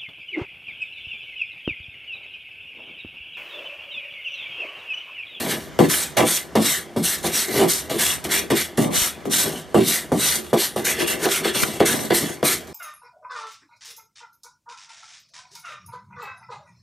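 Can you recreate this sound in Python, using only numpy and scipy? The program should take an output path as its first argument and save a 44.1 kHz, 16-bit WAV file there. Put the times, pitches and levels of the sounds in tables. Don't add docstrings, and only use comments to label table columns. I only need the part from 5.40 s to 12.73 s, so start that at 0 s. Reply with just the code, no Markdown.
import sys
import numpy as np
from scipy import signal
from scipy.fft import rfft, irfft, next_fast_len
from scipy.io import wavfile
from scipy.ndimage import uniform_filter1d, minimum_filter1d, map_coordinates

SR = 44100
rng = np.random.default_rng(int(sys.argv[2]) if len(sys.argv) > 2 else 0)


def gain_from_decibels(decibels):
    exponent = np.asarray(decibels, float) / 20
    return 10 ** exponent


def dump_mix(stems):
    frames = np.atleast_2d(stems).T
    limited = np.clip(frames, -1, 1)
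    pcm = np.round(limited * 32767).astype(np.int16)
    wavfile.write(sys.argv[1], SR, pcm)


N = 323253

# start_s, rise_s, hold_s, tear_db, plate_re_tear_db
TOP_CUTS = [(0.07, .044, .005, -24.5, -2.5), (0.485, 0.031, .12, -19.5, -8), (0.846, 0.039, 0.087, -20, -7),
            (1.196, 0.069, 0.094, -20, -5), (1.626, 0.02, 0.099, -19.5, -9.5), (1.827, 0.033, .01, -25, -4),
            (1.913, 0.042, 0.073, -19, -8.5), (2.081, 0.098, 0.058, -24, -1.5),
            (2.276, 0.015, 0.1, -21.5, -11.5), (4.43, 0.067, 0.083, -20, -7.5),
            (4.775, 0.077, 0.11, -18.5, -7.5), (5.168, 0.032, 0.051, -19, -8.5),
            (7.037, 0.02, 0.075, -17.5, -8)]
# start_s, rise_s, hold_s, tear_db, plate_re_tear_db
END_CUTS = [(2.578, 0.018, .13, -18, -5.5), (2.883, 0.038, 0.069, -21.5, -1),
            (3.134, 0.034, 0.05, -21.5, -2.5), (3.505, 0.053, 0.12, -19.5, -5),
            (3.895, 0.042, 0.1, -17, -9.5), (5.439, 0.014, 0.063, -21, -3.5),
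            (5.544, 0.069, .005, -26.5, 3.5), (5.66, 0.019, 0.044, -24, -0.5),
            (5.774, 0.073, .005, -25.5, 1), (6.026, .028, 0.032, -29, 7), (6.186, 0.043, 0.0026, -22, -8),
            (5.866, 0.054, 0.055, -22, -2.5), (6.126, 0.031, 0.058, -23, -3),
            (6.447, 0.014, 0.065, -19, -4), (6.718, 0.037, 0.015, -16, -9)]
# start_s, hold_s, tear_db, plate_re_tear_db
SKIDS = [(0.0, 0.11, -30.5, -3), (0.393, 0.049, -27.5, 0), (0.768, 0.029, -21, 2),
         (1.153, 0.01, -27.5, 1.5), (1.562, 0.095, -37, -1), (2.293, .02, -21, -10),
         (0.495, 0.025, -26, 0.5), (2.495, .08, -30, -3), (2.84, 0.0055, -30.5, -3.5),
         (3.101, 0.006, -26, 4.5), (3.373, 0.067, -28, -3), (3.852, 0.0052, -41, -3),
         (4.055, 0.14, -32, -4), (4.343, 0.08, -30.5, 0), (4.718, .06, -35.5, -3.5),
         (5.042, 0.068, -45, -1), (7.27, .02, -46.5, -3), (0.12, 0.14, -39.5, -6),
         (5.13, 0.0082, -29.5, -2), (5.36, 0.037, -32, -1), (6.264, 0.1, -31.5, -3.5),
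         (6.397, 0.011, -32.5, 9), (6.555, 0.12, -30.5, -5.5), (6.702, 0.0052, -32.5, 12),
         (6.8, 0.14, -32, -2)]
# start_s, level_db, fade_db_per_s, upper_re_judder_db, bench_re_judder_db
JUDDERS = [(0.0, -30, 150, -4, 1), (0.392, -8.5, 224, -1, 1.5), (0.767, -23.5, 250, 9.5, -17),
           (1.153, -18.5, 202, 5, 6), (1.561, -24, 219, -1.5, 6), (1.837, -23.5, 136, -1.5, -3.5),
           (2.496, -33.5, 83, 5, 1), (2.841, -28.5, 200, -4, -1.5), (3.106, -13.5, 258, -5.5, -3),
           (3.379, -20.5, 150, -1, 4.5), (3.854, -31, 95, -5, 4), (4.346, -7.5, 204, -5, 1),
           (4.718, -22.5, 190, 2, 8.5), (5.133, -8.5, 418, -3, -10.5), (5.36, -21, 197, -3.5, -5),
           (6.05, -19, 186, -6.5, -12), (6.404, -9.5, 302, -5.5, -9), (6.706, -15, 262, -4.5, -6.5),
           (7.028, -25, 157, 1.5, -1.5)]
# start_s, rise_s, level_db, upper_re_judder_db, bench_re_judder_db
SWELLS = [
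    (2.076, 0.17, -17, -2, -2.5),
    (2.52, 0.039, -21.5, -16, -8),
    (4.017, 0.041, -29, 0.5, 1),
    (4.9, 0.1, -36, -9, -2),
    (5.544, 0.085, -22.5, -6, -8),
    (5.79, 0.08, -18.5, -4.5, -13),
    (5.96, 0.06, -26, -9, -5),
    (6.8, 0.027, -33.5, -3, 8.5),
]
# start_s, hold_s, level_db, upper_re_judder_db, bench_re_judder_db
DRAGS = [(0.023, 0.14, -31, 0, 1.5), (0.774, 0.052, -19.5, 3.5, 0.5), (2.866, .17, -35, -3.5, -2),
         (3.426, 0.098, -35.5, 5.5, 8), (4.063, 0.1, -36.5, 1, 2), (5.45, 0.078, -37.5, 0, -3),
         (5.68, 0.14, -32, -4, -5.5), (6.144, .22, -34.5, 1, 2), (6.47, 0.18, -34, 2, 6),
         (6.775, 0.14, -37.5, 0.5, 3.5), (7.093, 0.05, -33, -12, -5)]
# rail_db, upper_db, bench_db
CUT_SHAKES_DB = (-33.5, -23, -32)
# rail_db, upper_db, bench_db
REST_DB = (-45.5, -47, -46.5)
# freq_hz, density_db_per_hz
TEAR_HISS = [(2350, -16), (4000, -6), (4820, -11), (5780, -7), (7210, -9.5), (8550, -5), (10500, -9),
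             (12100, -7), (14700, -17), (15200, -19), (15500, -34)]
# freq_hz, width_hz, level_db
PLATE = [(1395, 500, -7.5), (1688, 106, 2.5), (1885, 200, -1), (2036, 28, 6.5), (2142, 118, -2.5),
         (2850, 470, -1), (3090, 70, 0.5), (3367, 81, 1), (3750, 57, -1), (4270, 290, -6)]
# freq_hz, width_hz, level_db
RAIL_LOW = [(342.4, 17.8, -3.5), (395.6, 26, -4), (466.6, 18, -13.5)]
# freq_hz, width_hz, level_db
RAIL_HIGH = [(492.4, 41.7, 1.5), (618, 70, 4), (747.4, 60.5, 4.5), (800, 119, 0.5), (1018, 57, -4.5),
             (1137, 84, -6.5)]
# freq_hz, width_hz, level_db
BENCH = [(136.6, 61, -4), (173.5, 20.6, 1.5), (221.5, 21.4, 2), (293.6, 28.5, 0)]
# freq_hz, t60_s
SHOP = [(150, 0.25), (2000, 0.051), (12000, 0.032)]
# freq_hz, level_db
NEARNESS = [(100, -37), (1000, -7.5), (12000, -10.5)]
# freq_hz, density_db_per_hz
AIR = [(25, -40), (50, 2.5), (83, 10.5), (100, -16), (150, 4.5), (462, -21), (790, -16), (1670, -10.5),
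       (2500, -20), (6200, -22.5), (12800, -39), (15000, -42)]
# start_s, peak_db, crack_re_knock_db
LANDINGS = [(0.3896, 11, -13.5), (0.411, 1, -16), (0.773, -1, -24), (1.152, 2.5, -42), (1.189, -21, -35),
            (1.561, -6.5, -47), (1.841, -22, -20), (2.226, -5, -19), (2.85, -20.5, 9), (3.103, -3, -8),
            (3.38, -3.5, -22), (3.854, -9, -14.5), (4.344, 8, -25), (4.371, 2, -28), (4.717, 0.5, -35),
            (5.129, 5.5, -37), (5.361, -3.5, -23), (5.855, -6.5, 3.5), (6.053, -16, -23), (6.403, 8.5, -13),
            (6.705, 3.5, -26), (7.028, 3, -13.5)]
# start_s, peak_db
SNAPS = [
    (3.618, -18),
    (6.2333, 12),
    (6.528, -1),
]
# freq_hz, width_hz, level_db
THUMP = [(477, 120, 17), (1910, 360, -15)]
# start_s, rise_s, both_ports_db, opposite_sign_db
BUMPS = [
    (3.617, .0047, -23, -36),
    (3.5805, .0014, -45, -12),
    (6.2352, .0012, -40, -7),
]
# freq_hz, gain_db
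WIDTH = [(40, 0), (200, -1), (2100, -4), (2600, -28), (5300, -14), (5600, -4.5), (6400, -0.5),
         (7200, -12.5), (10200, -13), (10500, 0.5), (12000, -4), (14500, -19)]

TOP_RISE_DB, TOP_SAG_DB_PER_S, TOP_LIFT_DB_PER_S = 16, 50, 224
END_RISE_DB, END_SAG_DB_PER_S, END_LIFT_DB_PER_S = 26.5, 41, 269
SKID_RISE_S, SKID_RISE_DB, SKID_SAG_DB_PER_S, SKID_LIFT_DB_PER_S = 0.0022, 9, 51, 288
DRAG_RISE_S, DRAG_RISE_DB, DRAG_SAG_DB_PER_S, DRAG_LIFT_DB_PER_S = 0.0074, 11, 19, 262
JUDDER_RISE_S, JUDDER_RISE_DB, JUDDER_HOLD_S = 0.0013, 2, 0.006
SWELL_RISE_DB, SWELL_FADE_DB_PER_S = 13.5, 304
BITE = 1.32
PLATE_FOLLOWS = 0.74
UPPER_FOLLOWS, BENCH_FOLLOWS = 1.63, 1
HOVER_DB, HOVER_PLATE_DB = -59.5, -53


def unit(x):
    return x / np.sqrt(np.mean(x ** 2) + 1e-20)


def along(points, hz):
    f, v = np.transpose(points)
    return np.interp(np.log(hz + 1), np.log(f + 1), v)


def wobble(rate_hz):
    knots = rng.standard_normal(int(N * rate_hz / SR) + 4)
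    return map_coordinates(knots, [np.arange(N) * rate_hz / SR])


def filtered(x, response):
    m = next_fast_len(N + SR // 2)
    return irfft(rfft(x, m) * response(np.fft.rfftfreq(m, 1 / SR)), m)[..., :N]


def modes(table):
    def ring(f):
        total = 0
        for k, (freq_hz, width_hz, db) in enumerate(table):
            damping = 1j * f * width_hz
            total = total + (-1) ** k * gain_from_decibels(db) * damping / (freq_hz ** 2 - f * f + damping)
        return total

    return lambda f: ring(f) / np.sqrt(np.mean(np.abs(ring(f)) ** 2))


def slips(rate_hz, size_db, clump_db, smooth):
    hits = rng.random(N) < rate_hz / SR
    jolts = hits * rng.standard_normal(N) * gain_from_decibels(size_db * rng.standard_normal(N))
    force = unit(jolts) + smooth * rng.standard_normal(N)
    return unit(force * gain_from_decibels(clump_db * wobble(70)))


def patchy(x, depth_db, bins, frames):
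    z = signal.stft(x, nperseg=512)[2]
    field = uniform_filter1d(rng.standard_normal(z.shape), bins, 0)
    field = uniform_filter1d(field, frames, 1)
    return signal.istft(z * gain_from_decibels(depth_db * unit(field)), nperseg=512)[1][:N]


def shape(rise_s, hold_s, rise_db, sag_db_per_s, lift_db_per_s):
    t = np.arange(SR // 2) / SR - rise_s
    climb = -rise_db * np.abs(t / rise_s) ** BITE
    fall = -sag_db_per_s * t - lift_db_per_s * np.maximum(t - hold_s, 0)
    return np.where(t < 0, climb, fall)


def add(power, start_s, shape_db, levels_db, follows):
    k = round(start_s * SR)
    power[:, k:k + len(shape_db)] += gain_from_decibels(2 * (np.c_[levels_db] + np.c_[follows] * shape_db))


def tearing():
    power = np.ones(N + SR) * gain_from_decibels(2 * np.c_[[HOVER_DB, HOVER_PLATE_DB]])
    events = []
    for s, rise, hold, db, plate_db in TOP_CUTS:
        events.append((s, db, plate_db, shape(rise, hold, TOP_RISE_DB, TOP_SAG_DB_PER_S, TOP_LIFT_DB_PER_S)))
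    for s, rise, hold, db, plate_db in END_CUTS:
        events.append((s, db, plate_db, shape(rise, hold, END_RISE_DB, END_SAG_DB_PER_S, END_LIFT_DB_PER_S)))
    for s, hold, db, plate_db in SKIDS:
        skid = shape(SKID_RISE_S, hold, SKID_RISE_DB, SKID_SAG_DB_PER_S, SKID_LIFT_DB_PER_S)
        events.append((s, db, plate_db, skid))
    for s, db, plate_db, shape_db in events:
        add(power, s, shape_db, [db, db + plate_db], [1, PLATE_FOLLOWS])
    return np.sqrt(power[:, :N])


def juddering(tear):
    power = np.ones(N + SR) * gain_from_decibels(2 * np.c_[list(REST_DB)])
    events = []
    for s, db, fade, upper_db, bench_db in JUDDERS:
        events.append((s, db, upper_db, bench_db, shape(JUDDER_RISE_S, JUDDER_HOLD_S, JUDDER_RISE_DB, 0, fade)))
    for s, rise, db, upper_db, bench_db in SWELLS:
        events.append((s, db, upper_db, bench_db, shape(rise, 0, SWELL_RISE_DB, 0, SWELL_FADE_DB_PER_S)))
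    for s, hold, db, upper_db, bench_db in DRAGS:
        drag = shape(DRAG_RISE_S, hold, DRAG_RISE_DB, DRAG_SAG_DB_PER_S, DRAG_LIFT_DB_PER_S)
        events.append((s, db, upper_db, bench_db, drag))
    for s, db, upper_db, bench_db, shape_db in events:
        levels_db = [db, db + upper_db, db + bench_db]
        add(power, s, shape_db, levels_db, [1, UPPER_FOLLOWS, BENCH_FOLLOWS])
    shaken = tear * gain_from_decibels(np.c_[list(CUT_SHAKES_DB)])
    return np.sqrt(power[:, :N] + shaken ** 2)


def strokes():
    tear_gain, plate_gain = tearing()
    low_gain, upper_gain, bench_gain = juddering(tear_gain)
    fibres = slips(7000, size_db=1.0, clump_db=1.0, smooth=1.0)
    chatter = slips(2500, size_db=5.0, clump_db=0, smooth=0.87)
    judder = slips(900, size_db=3.0, clump_db=0.5, smooth=0.96)

    bands = patchy(fibres, depth_db=1.6, bins=10, frames=16)
    bands = unit(patchy(bands, depth_db=1.6, bins=2, frames=12))
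    colour = lambda f: gain_from_decibels(along(TEAR_HISS, f)) / np.sqrt(np.mean(gain_from_decibels(2 * along(TEAR_HISS, f))))
    hiss = filtered(tear_gain * bands, colour)

    rub = unit(patchy(0.42 * fibres + 1.12 * chatter, depth_db=3.5, bins=3, frames=14))
    plate = filtered(plate_gain * rub, modes(PLATE))
    rail = filtered(low_gain * judder, modes(RAIL_LOW))
    rail += filtered(upper_gain * judder, modes(RAIL_HIGH))
    bench = filtered(bench_gain * judder, modes(BENCH))
    return hiss + plate + rail + bench


def spread(x):
    t = np.arange(SR // 25) / SR
    near = rng.standard_normal(len(t)) * gain_from_decibels(-60 * t / 0.021)
    balance = wobble(5.1)
    reflected = signal.fftconvolve(x, near / np.linalg.norm(near))[:N]
    return gain_from_decibels(-5.5) * balance * reflected * [[1], [-1]]


def shop(x):
    hz, t, z = signal.stft(rng.standard_normal((2, SR // 2)), SR, nperseg=256)
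    decay = gain_from_decibels(-60 * t / along(SHOP, hz)[:, None])
    tail = signal.istft(z * decay, SR, nperseg=256)[1]
    late = np.pad(x, (130, 0))[None]
    echo = signal.fftconvolve(late, tail / np.linalg.norm(tail[0]), axes=1)[:, :N]
    return filtered(echo, lambda f: gain_from_decibels(along(NEARNESS, f)))


def air():
    a, b = filtered(rng.standard_normal((2, N)), lambda f: gain_from_decibels(along(AIR, f)))
    ports = unit(np.array([a + 0.6 * b, a - 0.75 * b]))
    return gain_from_decibels(-42 + 2.5 * wobble(3.9)) * ports


def landings():
    push, crack = np.zeros(N + SR), np.zeros(N + SR)
    t = np.arange(SR // 20) / SR
    for s, db, crack_db in LANDINGS:
        k = round(s * SR)
        push[k + 66:][:len(t)] += gain_from_decibels(db) * np.exp(-.5 * (t / 0.00011 - 2) ** 2)
        crack[k:][:len(t)] += gain_from_decibels(db + crack_db - 60 * t / 0.037) * rng.standard_normal(len(t))
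    for s, db in SNAPS:
        crack[round(s * SR):][:len(t)] += gain_from_decibels(db - 6 - 60 * t / 0.02) * rng.standard_normal(len(t))
    push, crack = push[:N], crack[:N]
    thump = gain_from_decibels(-13.5) * filtered(-push, modes(THUMP))
    body = gain_from_decibels(-16.0) * filtered(push, modes(RAIL_LOW + BENCH))
    bright = gain_from_decibels(-20) * filtered(crack, lambda f: 1j * f / (1500 + 1j * f))
    plate = gain_from_decibels(-13) * filtered(crack, modes(PLATE))
    return thump + body + bright + plate


def bump():
    s, rise, both_db, across_db = np.transpose(BUMPS)
    u = np.maximum(np.arange(N) / SR - s[:, None], 0) / rise[:, None]
    pulses = np.e * u * (2 - u) * np.exp(-u)
    both, across = gain_from_decibels([both_db, across_db]) @ pulses
    return both + across * [[1], [-1]]


def scene():
    work = strokes() + landings()
    return work + spread(work) + shop(work) + air() + bump()


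def limiter(x, top, hold_s):
    need = np.minimum(1, top / (np.abs(x).max(axis=0) + 1e-9)) ** 0.42
    span = round(hold_s * SR)
    held = minimum_filter1d(need, span, origin=span // 2 - 30)
    return x * uniform_filter1d(held, 60)


def top_cut(x):
    return signal.sosfilt(signal.butter(12, 15640, fs=SR, output="sos"), x)


def record(dry):
    mid = dry.mean(axis=0)
    side = filtered(dry[0] - mid, lambda f: gain_from_decibels(along(WIDTH, f)))
    ports = np.array([mid + side, mid - side]) * gain_from_decibels([[.1], [-.1]])
    notch = lambda f: 1 - .95 * 1j * f * 140 / (2560 ** 2 - f * f + 1j * f * 140)
    low_cut = lambda f: (1j * f / (60 + 1j * f)) ** 2
    high_cut = lambda f: gain_from_decibels(-60 * np.clip((f - 14950) / 400, 0, 1))
    heard = filtered(ports, lambda f: notch(f) * low_cut(f) * high_cut(f))
    mix = limiter(heard, top=0.48, hold_s=0.011)
    return top_cut(mix)


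dry = scene()
out = record(dry)
dump_mix(out)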